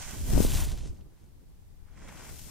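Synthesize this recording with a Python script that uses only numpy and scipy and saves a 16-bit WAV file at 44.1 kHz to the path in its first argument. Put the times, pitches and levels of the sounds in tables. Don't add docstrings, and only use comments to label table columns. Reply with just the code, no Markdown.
import sys
import numpy as np
from scipy import signal
from scipy.fft import rfft, irfft, next_fast_len
from scipy.io import wavfile
from scipy.ndimage import map_coordinates

SR = 44100
rng = np.random.default_rng(int(sys.argv[2]) if len(sys.argv) > 2 else 0)


def log_audio(samples):
    frames = np.atleast_2d(samples).T
    limited = np.clip(frames, -1, 1)
    pcm = np.round(limited * 32767).astype(np.int16)
    wavfile.write(sys.argv[1], SR, pcm)


N = 110250

# frequency in Hz, relative level in dB.
HUSH_SPECTRUM = [(350, -38), (600, -13), (800, 0), (918, -5.5), (2530, -10), (14400, -12.5), (15900, -18)]
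# time in seconds, low buffeting in dB, flutter in dB,
# flutter left over right in dB.
AIR_MOVES = [(0.0, -48, -53.5, 8.5), (0.03, -45.5, -59, 2), (0.15, -44, -48, -0.5), (0.24, -30.5, -49, 7),
             (0.28, -31.5, -43, -0.5), (0.3, -30.5, -39.5, 13), (0.33, -25, -36.5, 4),
             (0.36, -26.5, -36, 7), (0.395, -27, -36, 7), (0.42, -26, -38.5, 8), (0.45, -28, -39.5, 5),
             (0.48, -25, -41, 2), (0.51, -32.5, -44.5, 2), (0.55, -23, -40, 0), (0.61, -30.5, -47, -5),
             (0.63, -27, -45, 2), (0.68, -29, -46, 0), (0.705, -35, -52, 0), (0.73, -31, -48, 0),
             (0.78, -38, -51.5, -0.5), (0.82, -33, -51.5, -3.0), (0.855, -36, -46, 2.5),
             (0.875, -40, -51, 0), (0.9, -35, -52, 0), (0.93, -44, -57, 0), (0.966, -50, -61, 0),
             (1.01, -47, -58, 0), (1.06, -52, -60, 2), (1.12, -56, -66, 0), (1.19, -59, -70, 0),
             (1.225, -51, -62, 0), (1.3, -55, -65, 0), (1.89, -54.5, -68.5, 1.5), (1.93, -53.5, -66, 5.0),
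             (1.99, -52, -60, 1), (2.06, -49, -53, 1), (2.14, -54, -58, 1), (2.23, -53, -54, 0.5),
             (2.32, -47, -55, 0), (2.36, -52, -57, 0), (2.44, -50, -59, 2), (2.5, -48, -56, 1.0)]
# frequency in Hz, relative level in dB.
BUFFET_SPECTRUM = [(8.8, -11), (15, 1), (59, -3.5), (70, -2.5), (108, -11.5), (160, -20), (210, -45),
                   (350, -120)]
FLUTTER_SPECTRUM = [(71, -32), (120, 0), (156, -3.5), (343, -11), (840, -27), (1200, -32), (1560, -45),
                    (2640, -120)]
# time in seconds, nominal width in ms, relative left pressure,
# relative right pressure.
AIR_PUFFS = [(.3105, 1.8, .05, .13), (.3335, .9, .1, .04), (.3378, 2.2, -.24, -.1), (.3422, .8, .13, .05),
             (.3582, .5, -.08, 0), (.3753, .5, .12, 0), (.391, .7, -.15, 0), (.3545, 2.6, .25, .12),
             (.363, 1.6, -.2, 0), (.3711, 1.3, .36, 0), (.3785, .5, .52, .08), (.3825, 2, -.1, -.2),
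             (.3873, 1.4, .15, 0), (.4046, .7, .7, -.31), (.4092, 1.5, .26, .05), (.4257, .8, .18, 0),
             (.4494, .6, .36, -.2), (.4522, 2.2, .24, -.08), (.5337, 2.5, -.17, -.08),
             (.5597, 1.8, .08, .22)]
# start in seconds, peak in dB, pitch in Hz, scratch length in seconds (a 30 dB fall).
SNAGGED_TEETH = [(.4035, -31, 3100, .004), (.4487, -27, 5600, .006), (.503, -29, 3000, .004),
                 (.5203, -26, 3400, .004), (.5445, -29, 6000, .006), (.5590, -26, 7500, .005),
                 (.5733, -26, 5600, .004), (.606, -29, 6000, .006), (.6235, -32, 4200, .006),
                 (.652, -33, 4200, .005), (.6875, -35, 3500, .008), (.718, -36, 4500, .008),
                 (.7755, -38, 4200, .008), (.776, -40, 11000, .006), (.808, -44, 3100, .006),
                 (.856, -45, 2500, .008), (.965, -56, 2800, .012), (1.0095, -54, 3800, .02),
                 (1.885, -57, 1500, .01), (1.975, -50, 1500, .015), (2.0215, -47, 1400, .01),
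                 (2.077, -42, 1700, .004), (2.0895, -43, 5600, .006), (2.0905, -39, 1600, .016),
                 (2.110, -45, 1500, .004), (2.1345, -47, 1500, .008), (2.155, -46, 1500, .005),
                 (2.1685, -46, 1500, .006), (2.174, -45, 2800, .008), (2.2475, -46, 1600, .01)]
# frequency in Hz, bandwidth in Hz, mean level in dB.
COMB_MODES = [(1500, 300, -2), (2000, 500, -2), (3100, 800, 0), (4200, 900, 0), (5600, 1100, 0),
              (8000, 1800, 2), (12000, 3000, 3)]
# frequency in Hz, relative dB per Hz.
RASP_SPECTRUM = [(290, -30), (450, -5.5), (651, -1.5), (960, -2.5), (1070, -2.5), (1270, -10), (1480, -2.5),
                 (1700, -7.5), (2000, -6), (2570, -11.5), (2800, -16), (3200, -17), (4160, -26),
                 (7040, -120)]
HISS_SPECTRUM = [(1290, -37), (2200, -11), (2500, -4.5), (3020, 2.5), (4890, 2.5), (6620, 4.5),
                 (10000, -1.5), (13000, -31), (22000, -120)]
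TOP_SPECTRUM = [(5290, -13), (9000, 0), (13400, 4.5), (15200, 1.5), (15900, -18)]
# time in seconds, comb rasp in
# dB, strand hiss in dB, top treble in dB, left over right in dB, place from 0 (up on the head) to 1 (at the
SWEEP_MOVES = [(0, -49.5, -45.5, -53.5, -3.5, 0.034), (.07, -51, -47, -50.5, -5, 0),
               (.138, -50, -48.5, -50.5, -3.5, 0.19), (.214, -65, -52.5, -53, -3.5, 0.25),
               (.29, -53.5, -48, -45.5, -3, 0.22), (.36, -49, -44, -44, 4.5, 0.24),
               (.41, -46, -42, -40, 5, 0.52), (.448, -52.5, -42, -41, 2, 0.97),
               (.478, -52.5, -44, -46.5, 0, 1), (.56, -49, -40, -44.5, -0.5, 0.92),
               (.628, -49, -45, -46, 0.5, 1), (.654, -57, -47, -49.5, 0, 1),
               (.664, -53, -49, -52.5, -0.5, 1), (.7, -59, -51.5, -60.5, 0.5, 1),
               (.76, -61, -56.5, -66.5, 0, 0.92), (.86, -64.5, -56.5, -81, -1, 1),
               (.89, -70, -61.5, -75, 0, 0.75), (.94, -80, -74.5, -78, 0, 0.5),
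               (1.0, -79, -74, -96.5, 0, 0.74)]
SWISH_MOVES = [(1.13, -76, -91, -87, 0, 0.75), (1.21, -77, -74.5, -85, 0, 0.81), (1.3, -86, -86, -92, 0, 1)]
RESTART_MOVES = [(1.8, -81, -102, -100, 6, 0), (1.88, -69.5, -81, -96, -1, 0.028),
                 (1.955, -66.5, -71.5, -91, -4, 0), (1.98, -61, -63, -91, -4.5, 0),
                 (2.03, -58.5, -61.5, -75, -3, 0), (2.09, -54, -58, -64, -1.5, 0.075),
                 (2.13, -55.5, -60.5, -60, 0.5, 0.022), (2.2, -52.5, -54.5, -60.5, -1, 0.019),
                 (2.284, -55.5, -55.5, -53.5, 1, 0.078), (2.34, -64.5, -55.5, -54.5, 2, 0.28),
                 (2.424, -72, -55.5, -54, 1.5, 0.24), (2.5, -62.5, -55.5, -55, 5.5, 0.13)]
# frequency in Hz, likeness of the two ports from 0 to 1,
# phase of right against left in radians, left over right in dB, colour in dB.
PICKUP_ON_HEAD = [(900, 1, 1, 6, -1.5), (2110, 0.8, -0.36, 2, 0.5), (3120, 0.9, 1.8, -1, -2),
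                  (4320, 0, -8, 5, -4), (5350, 0.3, 4.5, 9, 1.5), (5850, 0.4, -2.2, 0.5, 1.5),
                  (7030, 0.34, -2, -2.5, 0), (8350, 0.84, -3.5, 1, 5), (10000, 0.54, -3, 1, -6.5),
                  (13000, 1, -1, 8, -6), (15400, 0.75, 11.5, -7, -8)]
PICKUP_IN_FRONT = [(900, 1, 0.41, 1, 0.014), (2000, 1, 0, 0, 0), (5750, 1, 0, 0.16, 0),
                   (8000, 0.62, 0.032, 1, 0.02), (11800, 0.21, 1, 0.35, 0), (15000, 0.45, 0.43, 0.83, 0)]

HUSH_DB = -70
SHARED_AIR = 0.1
PORT_DELAY_MS = 0.81
PUFF_POINT = 1.8
OFF_PITCH_DB = 34
SCRATCH = 0.18
SLIPS_PER_S, SLIP_SPREAD_DB = 4000, 3
SLIP_CYCLES = 2.15
HEAD_GRAIN, FRONT_GRAIN = 0.27, 0.36
CATCHES_PER_S, CATCH_DB, CATCH_FADE_S = 160, -10.5, 0.0034
TOP_HZ = 15870


def amp(db):
    return 10 ** (np.asarray(db) / 20)


def unit(x):
    return x / np.sqrt(np.mean(x ** 2) + 1e-20)


def along(points, hz):
    f, v = np.transpose(points)
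    return np.interp(np.log(hz + 1), np.log(f + 1), v)


def curves(rows):
    s, *cols = np.transpose(rows)
    return [np.interp(np.arange(N) / SR, s, c) for c in cols]


def wobble(rate):
    knots = rng.standard_normal((2, 1000))
    return np.array([map_coordinates(k, [np.arange(N) * rate / SR]) for k in knots])


def filtered(x, response):
    m = next_fast_len(N + 8192)
    spectrum = rfft(x, m) * response(np.fft.rfftfreq(m, 1 / SR))
    return irfft(spectrum, m)[..., :N]


def coloured(x, spectrum):
    return unit(filtered(x, lambda hz: amp(along(spectrum, hz))))


def sides(pan_db):
    return amp(np.array([pan_db, -pan_db]) / 2)


def hush():
    return amp(HUSH_DB) * coloured(rng.standard_normal((2, N)), HUSH_SPECTRUM)


def puffs():
    out = np.zeros((2, N))
    t = np.arange(N) / SR
    for s, ms, left, right in AIR_PUFFS:
        for port, gain, at, wide in ((0, left, s, 0.79), (1, right, s + PORT_DELAY_MS / 1000, 1.37)):
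            u = (t - at) / (wide * ms / 1000)
            crest = np.exp(-np.abs(u) ** PUFF_POINT * .6)
            swell = .2 * np.exp(-u ** 2 / 18)
            out[port] += gain * (crest - swell)
    return out


def air():
    low_db, flutter_db, pan_db = curves(AIR_MOVES)
    separate = rng.standard_normal((2, N))
    shared = np.sqrt(SHARED_AIR / (1 - SHARED_AIR)) * rng.standard_normal(N)
    low = unit(amp(2.2 * wobble(11.43)) * coloured(separate + shared, BUFFET_SPECTRUM))
    lumps = amp(2.47 * wobble(70))
    flutter = unit(lumps * coloured(rng.standard_normal((2, N)), FLUTTER_SPECTRUM))
    return amp(low_db + 2.5) * low + amp(flutter_db + 4.5) * flutter * sides(pan_db) + puffs()


def snags():
    size = 1200
    out = np.zeros(N + size)
    t = np.arange(size) / SR
    for s, db, pitch, length in SNAGGED_TEETH:
        ring = np.zeros(size)
        for hz, width, level in COMB_MODES:
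            mode_db = level - OFF_PITCH_DB * np.log2(hz / pitch) ** 2 + rng.normal(0, 1)
            ring += amp(mode_db) * np.sin(2 * np.pi * hz * t) * np.exp(-np.pi * width * t)
        rub = amp(-30 * t / length) * (SCRATCH * rng.standard_normal(size) + (t == 0))
        tick = np.convolve(rub, ring)[:size]
        start = round(s * SR)
        out[start:start + size] += amp(db) * tick / np.abs(tick).max()
    return out[:N]


def strands(grain):
    at, pitch, size = rng.random((3, 20000))[:, :int(SLIPS_PER_S * N / SR)]
    hz = 600 * (16000 / 600) ** pitch[:, None]
    step = np.arange(128)
    t = step / SR
    size_db = SLIP_SPREAD_DB * np.minimum(-np.log(size), 3.5)[:, None]
    grains = amp(size_db) * hz * np.sin(2 * np.pi * hz * t) * np.exp(-hz * t * 2 / SLIP_CYCLES)
    where = (at * N).astype(int)[:, None] + step
    slips = np.bincount(where.ravel(), grains.ravel(), N + 128)[:N]
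    share = np.clip(grain, 0, 1)
    friction = np.sqrt(share) * unit(slips) + np.sqrt(1 - share) * rng.standard_normal(N)
    return friction * amp(0.22 * wobble(70)[0])


def placed(pickup, grain):
    hz, *cols = np.transpose(pickup)
    alike, phase, pan_db, colour_db = [list(zip(hz, c)) for c in cols]

    def gain(f):
        return amp(along(colour_db, f)) * sides(along(pan_db, f))

    def likeness(f):
        return np.clip(along(alike, f), 0, 1)

    def common(f):
        turn = np.exp(np.outer([-.5j, .5j], along(phase, f)))
        return gain(f) * np.sqrt(likeness(f)) * turn

    def separate(f):
        return gain(f) * np.sqrt(1 - likeness(f))

    both = filtered(strands(grain), common)
    return both + filtered(np.array([strands(grain), strands(grain)]), separate)


def catches():
    at, size = rng.random((2, 1000))[:, :int(CATCHES_PER_S * N / SR)]
    jumps = np.bincount((at * N).astype(int), -np.log(size), N)
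    fade = np.exp(-np.arange(2000) / SR / CATCH_FADE_S)
    return unit(1 + amp(CATCH_DB) * signal.fftconvolve(jumps, fade)[:N])


def comb():
    rows = []
    for part in (SWEEP_MOVES, SWISH_MOVES, RESTART_MOVES):
        before = (part[0][0] - .05, -100, -100, -100, 0, 0)
        after = (part[-1][0] + .05, -100, -100, -100, 0, 0)
        rows += [before, *part, after]
    rasp_db, hiss_db, top_db, pan_db, place = curves(rows)
    place = np.clip(place, 0, 1)
    on_head = np.sqrt(1 - place) * placed(PICKUP_ON_HEAD, HEAD_GRAIN)
    in_front = np.sqrt(place) * placed(PICKUP_IN_FRONT, FRONT_GRAIN)
    rub = (on_head + in_front) * catches()
    rasp = amp(rasp_db) * coloured(rub, RASP_SPECTRUM)
    hiss = amp(hiss_db) * coloured(rub, HISS_SPECTRUM)
    top = amp(top_db) * coloured(rub, TOP_SPECTRUM)
    return (rasp + hiss + top) * sides(pan_db)


def scene():
    return comb() + snags() + air() + hush()


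def record(dry):
    return filtered(dry, lambda hz: hz < TOP_HZ)


dry = scene()
out = record(dry)
log_audio(out)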